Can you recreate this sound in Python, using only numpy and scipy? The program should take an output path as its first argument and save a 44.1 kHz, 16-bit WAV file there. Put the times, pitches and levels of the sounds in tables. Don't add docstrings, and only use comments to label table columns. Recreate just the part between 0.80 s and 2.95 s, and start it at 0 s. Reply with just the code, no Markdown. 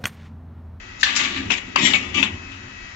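import sys
import numpy as np
from scipy import signal
from scipy.fft import rfft, irfft, next_fast_len
from scipy.io import wavfile
from scipy.ndimage import uniform_filter1d, map_coordinates

SR = 44100
rng = np.random.default_rng(int(sys.argv[2]) if len(sys.argv) > 2 else 0)


def wav_out(sig):
    wavfile.write(sys.argv[1], SR, np.round(np.clip(np.atleast_2d(sig).T, -1, 1) * 32767).astype(np.int16))


def attenuation_scalar(level_db):
    decades = np.asarray(level_db, float) / 20
    return 10 ** decades


N = 94815
FEED_ENDS_S = 0.68


def unit(x):
    return x / np.sqrt(np.mean(x ** 2) + 1e-20)


def along(points, hz):
    f, v = np.transpose(points)
    return np.interp(np.log(hz + 1), np.log(f + 1), v)


def curve(rows):
    s, v = np.transpose(rows)
    return np.interp(np.arange(N) / SR, s, v)


def wobble(rate_hz):
    knots = rng.standard_normal(int(N * rate_hz / SR) + 4)
    return map_coordinates(knots, [np.arange(N) * rate_hz / SR])


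def noise_pair():
    return rng.standard_normal((2, N))


def filtered(x, response):
    m = next_fast_len(N + SR // 2)
    return irfft(rfft(x, m) * response(np.fft.rfftfreq(m, 1 / SR)), m)[..., :N]


def tilt(left_over_right_db):
    return attenuation_scalar(np.outer([.5, -.5], left_over_right_db))


def body(peaks):
    def response(f):
        total = 0
        for k, (hz, width_hz, db) in enumerate(peaks):
            damping = 1j * f * width_hz
            total = total + (-1) ** k * attenuation_scalar(db) * damping / (hz * hz - f * f + damping)
        return total
    return response


def frame(count):
    width_hz, level_db = 24, -2
    hz = 600 * 2 ** rng.uniform(0, 3.7, (2, count, 1))
    gain = attenuation_scalar(level_db + rng.normal(0, 2.75, hz.shape)) * rng.choice([-1, 1], hz.shape)
    grid_hz = np.arange(0, SR / 2, 4.0)
    damping = 1j * grid_hz * width_hz
    z = 1 + (gain * damping / (hz * hz - grid_hz * grid_hz + damping)).sum(1)
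    return lambda f: np.array([np.interp(f, grid_hz, row) for row in z])


def streaky(x, depth_db):
    z = signal.stft(x, nperseg=1536, noverlap=1152)[2]
    field = uniform_filter1d(rng.standard_normal(z.shape[-2:]), size=5, axis=1)
    z = z * attenuation_scalar(depth_db * np.minimum(unit(field), 1.3))
    return signal.istft(z, nperseg=1536, noverlap=1152)[1][..., :N]


def ports(pair, pan):
    # (frequency [Hz], correlation [-1..1])
    likeness = [(60, 1), (130, 1), (240, 0.88), (500, -0.28), (1000, -0.18), (7000, 0.078)]

    def turn(hz):
        return np.arccos(np.clip(along(likeness, hz), -1, 1)) / 2

    mid, side = filtered(pair, lambda hz: np.array([np.cos(turn(hz)), np.sin(turn(hz))]))
    return filtered(np.array([mid + side, mid - side]), lambda hz: tilt(along(pan, hz)))


def hall():
    # (multiple of whine_hz, level [dB])
    harmonics = [(2, -57.5), (3, -46.5), (4, -48.5), (5, -61), (6, -64)]
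    # (time [s], third harmonic [dB], fourth harmonic [dB])
    harmonic_swell = [(0.0, -4.5, -4.5), (0.2, -1, -1.5), (1.5, 0.5, 2), (1.68, -9, 5), (1.78, -6, -2),
                      (1.9, -5, 0), (2.0, 1, 2), (2.15, 0.5, -4.5)]
    # (frequency [Hz], level [dB])
    hum_tones = [(32.3, -57.5), (75.4, -55.5), (96.9, -66)]
    # (frequency [Hz], level [dB])
    far_colour = [(240, -50), (400, -16.5), (1690, -4.5), (2010, -3), (2430, -7.5), (2650, -5.5),
                  (3480, -14.5), (6890, -19.5), (7800, -32), (10100, -83.5), (17200, -120)]
    # (frequency [Hz], level [dB])
    rumble_colour = [(12, -43), (20, -2), (74, -5), (106, -5.5), (145, -11.5), (183, -41), (450, -32.5),
                     (580, -51), (990, -120)]
    # (frequency [Hz], left over right [dB])
    hall_pan = [(70, -0.5), (200, 3), (430, 7), (1150, 4), (3070, 7), (8000, 12.5)]
    whine_hz, far_db, rumble_db = 645.5, -43.5, -48
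    t = np.arange(N) / SR
    phase = 2 * np.pi * np.cumsum(whine_hz + .5 * wobble(5.94)) / SR
    s, third_db, fourth_db = np.transpose(harmonic_swell)
    swell_db = {3: np.interp(t, s, third_db), 4: np.interp(t, s, fourth_db)}
    whine = np.zeros((2, N))
    for port in range(2):
        for k, db in harmonics:
            level_db = db + 2 + swell_db.get(k, 0) + 1.2 * wobble(7.4)
            whine[port] += attenuation_scalar(level_db) * np.sin(k * (phase + .3 * port))
    hum = np.zeros(N)
    for hz, db in hum_tones:
        hum += attenuation_scalar(db + 0.5 + 1.4 * wobble(10)) * np.sin(2 * np.pi * hz * t + 0.87 * wobble(13))
    far = unit(filtered(noise_pair(), lambda f: attenuation_scalar(along(far_colour, f))))
    far = far * attenuation_scalar(far_db + 1.1 * wobble(1.3))
    rumble = unit(filtered(noise_pair(), lambda f: attenuation_scalar(along(rumble_colour, f))))
    rumble = rumble * attenuation_scalar(rumble_db + 0.97 * wobble(25))
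    return ports(streaky(far, 2.8) + rumble + whine, hall_pan) + hum


def cabinet():
    # (time [s], level [dB])
    load = [(0.0, -45), (0.15, -48), (0.39, -36.5), (0.74, -30), (0.82, -44.5), (0.9, -34.5), (0.93, -43),
            (1.04, -17.5), (1.18, -33.5), (1.33, -36), (1.37, -24.5), (1.59, -42), (2.15, -49)]
    # (frequency [Hz], width [Hz], level [dB])
    panels = [(155.5, 4.4, -4), (207, 21.2, 0.5), (234.4, 22, -3), (266.8, 15.1, 2.5), (319.7, 25, -6),
              (365.3, 20.3, -2.5)]
    # (time [s], level [dB])
    thuds = [(0.42, -27), (0.55, -27), (0.6, -27), (0.715, -27), (1.005, -24), (1.08, -24), (1.16, -27),
             (1.54, -30), (1.032, -12), (1.375, -19)]
    # (time [s], level [dB])
    drone_level = [(0.4, -51), (0.688, -32.5), (0.72, -54.5), (0.968, -59), (1.0, -42), (1.536, -35),
                   (1.748, -45), (1.874, -38.5), (1.9, -50)]
    # (frequency [Hz], width [Hz], level [dB])
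    drone_body = [(73, 16, -5.5), (97.6, 20, -2)]
    # (frequency [Hz], left over right [dB])
    near_pan = [(150, -1.2), (400, 1.5), (800, 17.5), (2500, 17.5), (7000, 10.5)]
    shake = unit(filtered(noise_pair() * attenuation_scalar(wobble(30.1)), body(panels)))
    shake = shake * attenuation_scalar(np.minimum(curve(load), -28) - 3)
    knocks, t = np.zeros((2, N)), np.arange(480) / SR
    knock = np.hanning(len(t)) * np.sin(2 * np.pi * 235 * t) * [[1], [.3]]
    for s, db in thuds:
        knocks[:, round(s * SR):][:, :len(t)] += attenuation_scalar(db) * knock
    drone = unit(filtered(rng.standard_normal(N), body(drone_body))) * attenuation_scalar(curve(drone_level) - 3)
    boom = 1.16 * filtered(knocks, body(panels))
    return ports(shake + knocks + boom, near_pan) + drone


def strap():
    # (start [s], rise [s], fall t60 [s], level [dB], hiss [dB])
    strokes = [(0.182, .03, 0.2, -39.5, 14.5), (0.249, 0.022, 1.58, -25, -4), (0.343, 0.024, 0.22, -23, 13),
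               (0.373, 0.025, 0.56, -20, -1.5), (0.5, 0.064, 0.28, -29.5, -9), (0.707, 0.012, 0.21, -24, 0),
               (0.735, 0.05, 0.031, -30, 0.5), (0.969, 0.02, 0.88, -24.5, -2),
               (1.019, .04, 0.53, -22.5, -0.5), (1.138, 0.0071, 0.23, -20.5, -2.5),
               (1.21, .05, .4, -45, -27.5), (1.338, 0.0085, 0.29, -27.5, 0), (1.354, 0.026, 0.31, -24, -2),
               (1.44, 0.0041, 0.27, -30.5, -19)]
    # (frequency [Hz], level [dB])
    loose_rasp = [(250, -36), (420, -20), (550, -15), (1060, -7.5), (1850, -4), (2750, 1.5), (4160, -6.5),
                  (4600, -12), (5980, -46.5), (10100, -120)]
    # (frequency [Hz], level [dB])
    tight_rasp = [(250, -41), (420, -14), (488, -14), (881, -10.5), (1760, -13), (1910, -2), (3100, 0),
                  (4500, -18.5), (5980, -40), (10100, -120)]
    # (frequency [Hz], level [dB])
    hiss_colour = [(2350, -42.5), (4000, -1.5), (6180, -1.5), (7190, -0.5), (7680, -6), (8000, -66),
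                   (10400, -101), (17600, -120)]
    # (frequency [Hz], width [Hz], level [dB])
    guide = [(1758, 94, -6), (2597, 42, 1.5), (3030, 10, -29.5), (3830, 37, 1.5), (5060, 41, -21),
             (5470, 46, -6), (6200, 19, -15.5), (7800, 26, -11.5), (6900, 32, -4.5)]
    # (frequency [Hz], width [Hz], level [dB])
    release_ring = [(3310, 790, 3.5), (900, 900, 2)]
    slips_per_s, slip_spread_db, slip_t60_s = 2500, 3, .006
    guide_share, hiss_db, release_s, streak_db = .4, -11, 1.3, 8
    t = np.arange(N) / SR
    push, bright = np.zeros(N), np.zeros(N)
    for s, rise_s, t60_s, db, stroke_hiss_db in strokes:
        fall_db = -60 * np.maximum(t - s - rise_s, 0) / t60_s
        shape = np.clip((t - s) / rise_s, 0, 1) ** 2 * attenuation_scalar(db + fall_db)
        push = np.hypot(push, shape)
        bright = np.hypot(bright, shape * attenuation_scalar(stroke_hiss_db))
    slips = (rng.random(N) < slips_per_s / SR) * attenuation_scalar(slip_spread_db * rng.standard_normal(N))
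    grain = unit(np.convolve(slips, attenuation_scalar(-60 * t[:400] / slip_t60_s))[:N]) + 1
    noise = grain * attenuation_scalar(wobble(70)) * rng.standard_normal((2, 2, N))
    feeding = t < FEED_ENDS_S
    noise = np.where(feeding, noise, streaky(noise, streak_db) * attenuation_scalar(-2.5))
    ring, steel = body(guide), frame(count=110)

    def rasp(colour):
        metal = lambda f: (1 - guide_share + 2.9 * guide_share * ring(f)) * steel(f)
        return unit(filtered(noise[0], lambda f: attenuation_scalar(along(colour, f)) * metal(f)))

    loose, tight = rasp(loose_rasp), rasp(tight_rasp)
    hiss = filtered(noise[1], lambda f: attenuation_scalar(along(hiss_colour, f)) * (1 + 0.27 * ring(f)) * steel(f))
    hiss = attenuation_scalar(hiss_db) * bright * unit(hiss)
    tight = np.where(t < release_s, tight, filtered(tight, body(release_ring)))
    return attenuation_scalar(1.0) * (push * np.where(feeding, loose, tight) + hiss)


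def jaws():
    # (time [s], ring [dB], ring t60 [s], snap frequency [Hz], snap [dB])
    clacks = [
        (0.2298, -14, .2, 1760, -7),
        (0.9582, -17, .1, 1080, -9),
        (1.1353, -22, .1, 2900, -12),
        (1.715, -40, .2, 2800, -45),
        (0.702, -18, .16, 2750, -23),
        (1.427, -17, .13, 3150, -18),
    ]
    # (time [s], frequency [Hz], level [dB], t60 [s])
    taps = [(0.2306, 1790, -5, 0.014), (0.2317, 1780, -7, 0.014), (0.2332, 2800, -17, 0.0085),
            (0.7035, 2820, -18, 0.02), (0.708, 5600, -22, 0.017), (0.7185, 6200, -22.5, 0.013),
            (0.722, 3380, -20, 0.028), (0.9568, 3000, -25.5, 0.013), (0.9583, 1640, -10.5, 0.0067),
            (0.9607, 4700, -7, 0.0061), (0.9604, 1026, -3, .014), (0.9628, 2640, -12.5, 0.0061),
            (0.966, 1100, -14.5, 0.028), (0.972, 2860, -16, 0.032), (0.9765, 2180, -13, .02),
            (1.1358, 3560, -4.5, 0.01), (1.1376, 2980, -2.5, 0.0071), (1.139, 2740, -8, 0.013),
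            (1.1455, 2570, -14, 0.017), (1.1515, 2960, -13.5, 0.011), (1.153, 2740, -9, 0.011),
            (1.16, 2490, -12, 0.037), (1.166, 3010, -17, 0.0076), (1.429, 3450, -13.5, 0.033),
            (1.428, 2590, -12.5, .02)]
    # (frequency [Hz], level [dB])
    grip_ring = [(240, -54), (400, -45), (1100, -11.5), (1470, -18), (1720, -2), (2320, -9), (4050, -4.5),
                 (7700, -21.5), (10000, -41.5), (16900, -120)]
    # (frequency [Hz], level [dB])
    steel_ring = [(240, -36), (400, -8.5), (559, -17), (1150, -5.5), (1620, -10), (2720, 0.5),
                  (4690, -19.5), (7700, -22.5), (10000, -44), (16900, -120)]
    crack_db, lift_db, lift_width_oct = 2, 3, 0.87
    out, t = np.zeros((2, N)), np.arange(N) / SR
    steel, short = frame(count=90), t[:2000]
    for s, db, t60_s, snap_hz, snap_db in clacks:
        metal = grip_ring if s < FEED_ENDS_S else steel_ring

        def colour(f):
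            octaves = np.log2((f + 1) / snap_hz)
            return attenuation_scalar(along(metal, f) + lift_db * np.exp(-(octaves / lift_width_oct) ** 2))

        late = np.maximum(t - s, 0)
        cloud = unit(filtered(noise_pair(), lambda f: colour(f) * steel(f)))
        out += attenuation_scalar(db - 60 * late / t60_s) * (1 - np.exp(-(late / 0.00094) ** 2)) * cloud
        grit = unit(filtered(noise_pair(), lambda f: attenuation_scalar(0.92 * along(metal, f))))
        crack = attenuation_scalar(snap_db + crack_db - 60 * late / 0.024)
        out += crack * (1 - np.exp(-(late / 0.0027) ** 2)) * grit
    for s, hz, db, t60_s in taps:
        snap = np.sin(2 * np.pi * hz * short + np.array([[0], [1.7]])) * (1 - np.exp(-short / 0.00025))
        out[:, round(s * SR):][:, :len(short)] += attenuation_scalar(db - 60 * short / t60_s) * snap
    return out


def squeal():
    # (start [s], end [s], level [dB])
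    spans = [
        (1.006, 1.16, -26.5),
        (1.185, 1.344, -40),
        (1.33, 1.443, -26.5),
    ]
    # (frequency [Hz], width [Hz], level [dB])
    partials_by_span = [
        [(1704, 35, -12), (1897, 68, -2), (2120, 33, -0.5), (2880, 60, -5.5), (3395, 68, -4.5),
         (3653, 39, -5.5), (3903, 29, -11.5), (4220, 32, -19), (4350, 30, -13.5), (5010, 28, -22),
         (5760, 44, -14), (5760, 35, -12), (7040, 43, -10), (7470, 64, -6)],
        [(1037, 24, -11), (1232, 50, -7), (2060, 130, -14.5), (2630, 100, -2.5), (2800, 46, 0),
         (3250, 32, -8.5), (3500, 33, -8), (3160, 20, -15.5)],
        [(2350, 21, -6), (2610, 95, 2), (2784, 110, -2.5), (3150, 64, -22), (3280, 18, -10.5), (3430, 39, -7.5),
         (3680, 160, -8)],
    ]
    edge_s, waver_db, waver_share, far_port_db = .05, 7, .25, -3
    t, out = np.arange(N) / SR, np.zeros((2, N))
    for (start, end, level_db), partials in zip(spans, partials_by_span):
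        gate = np.clip(np.minimum(t - start, 0.44 * (end - t)) / edge_s, 0, 1)
        for hz, width_hz, db in partials:
            phase = 2 * np.pi * np.cumsum(hz + waver_share * width_hz * wobble(40)) / SR
            swell_db = waver_db * np.minimum([wobble(28.11), wobble(40)], .8) + [[0], [far_port_db]]
            tone = np.sin(phase + rng.uniform(0, 2 * np.pi, (2, 1)))
            out += gate * attenuation_scalar(level_db + db + swell_db) * tone
    return out


def room(x):
    # (frequency [Hz], t60 [s])
    decay = [(200, 1), (2000, 0.31), (7000, 0.15)]
    room_db = -11.5
    hz, t, z = signal.stft(rng.standard_normal((2, SR // 2)), SR, nperseg=256)
    fading = z * attenuation_scalar(-60 * t / along(decay, hz)[:, None])
    tail = signal.istft(fading, SR, nperseg=256)[1]
    tail = np.pad(tail, ((0, 0), (300, 0))) / np.linalg.norm(tail[0])
    answer = signal.fftconvolve(x.mean(0)[None], tail, axes=1)[:, :N]
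    return x + attenuation_scalar(room_db) * attenuation_scalar([[3], [-3]]) * streaky(answer, 4.1)


def scene():
    # (time [s], left over right [dB])
    strap_pan = [(0.2, 8), (0.66, 5.5), (0.7, 12.5), (0.97, 11.5), (1.05, 15.5), (1.2, 7), (1.35, 12),
                 (1.5, 13)]
    # (frequency [Hz], left over right [dB])
    shadow = [(300, -3), (900, -4), (2700, 1.5), (7500, 5)]
    near = (strap() + jaws() + squeal()) * tilt(curve(strap_pan))
    near = filtered(near, lambda hz: tilt(along(shadow, hz)))
    return room(near) + cabinet() + hall()


def low_pass(x):
    return signal.sosfilt(signal.butter(12, 8820, fs=SR, output="sos"), x)


def record(dry):
    top_hz, spill_hz, spill_db = 7670, 8600, -24.5
    x = filtered(dry, lambda hz: 1 / (1 + (hz / top_hz) ** 60) + attenuation_scalar(spill_db) * (hz < spill_hz))
    return low_pass(np.clip(x, -1, 1))


dry = scene()
out = record(dry)
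wav_out(out)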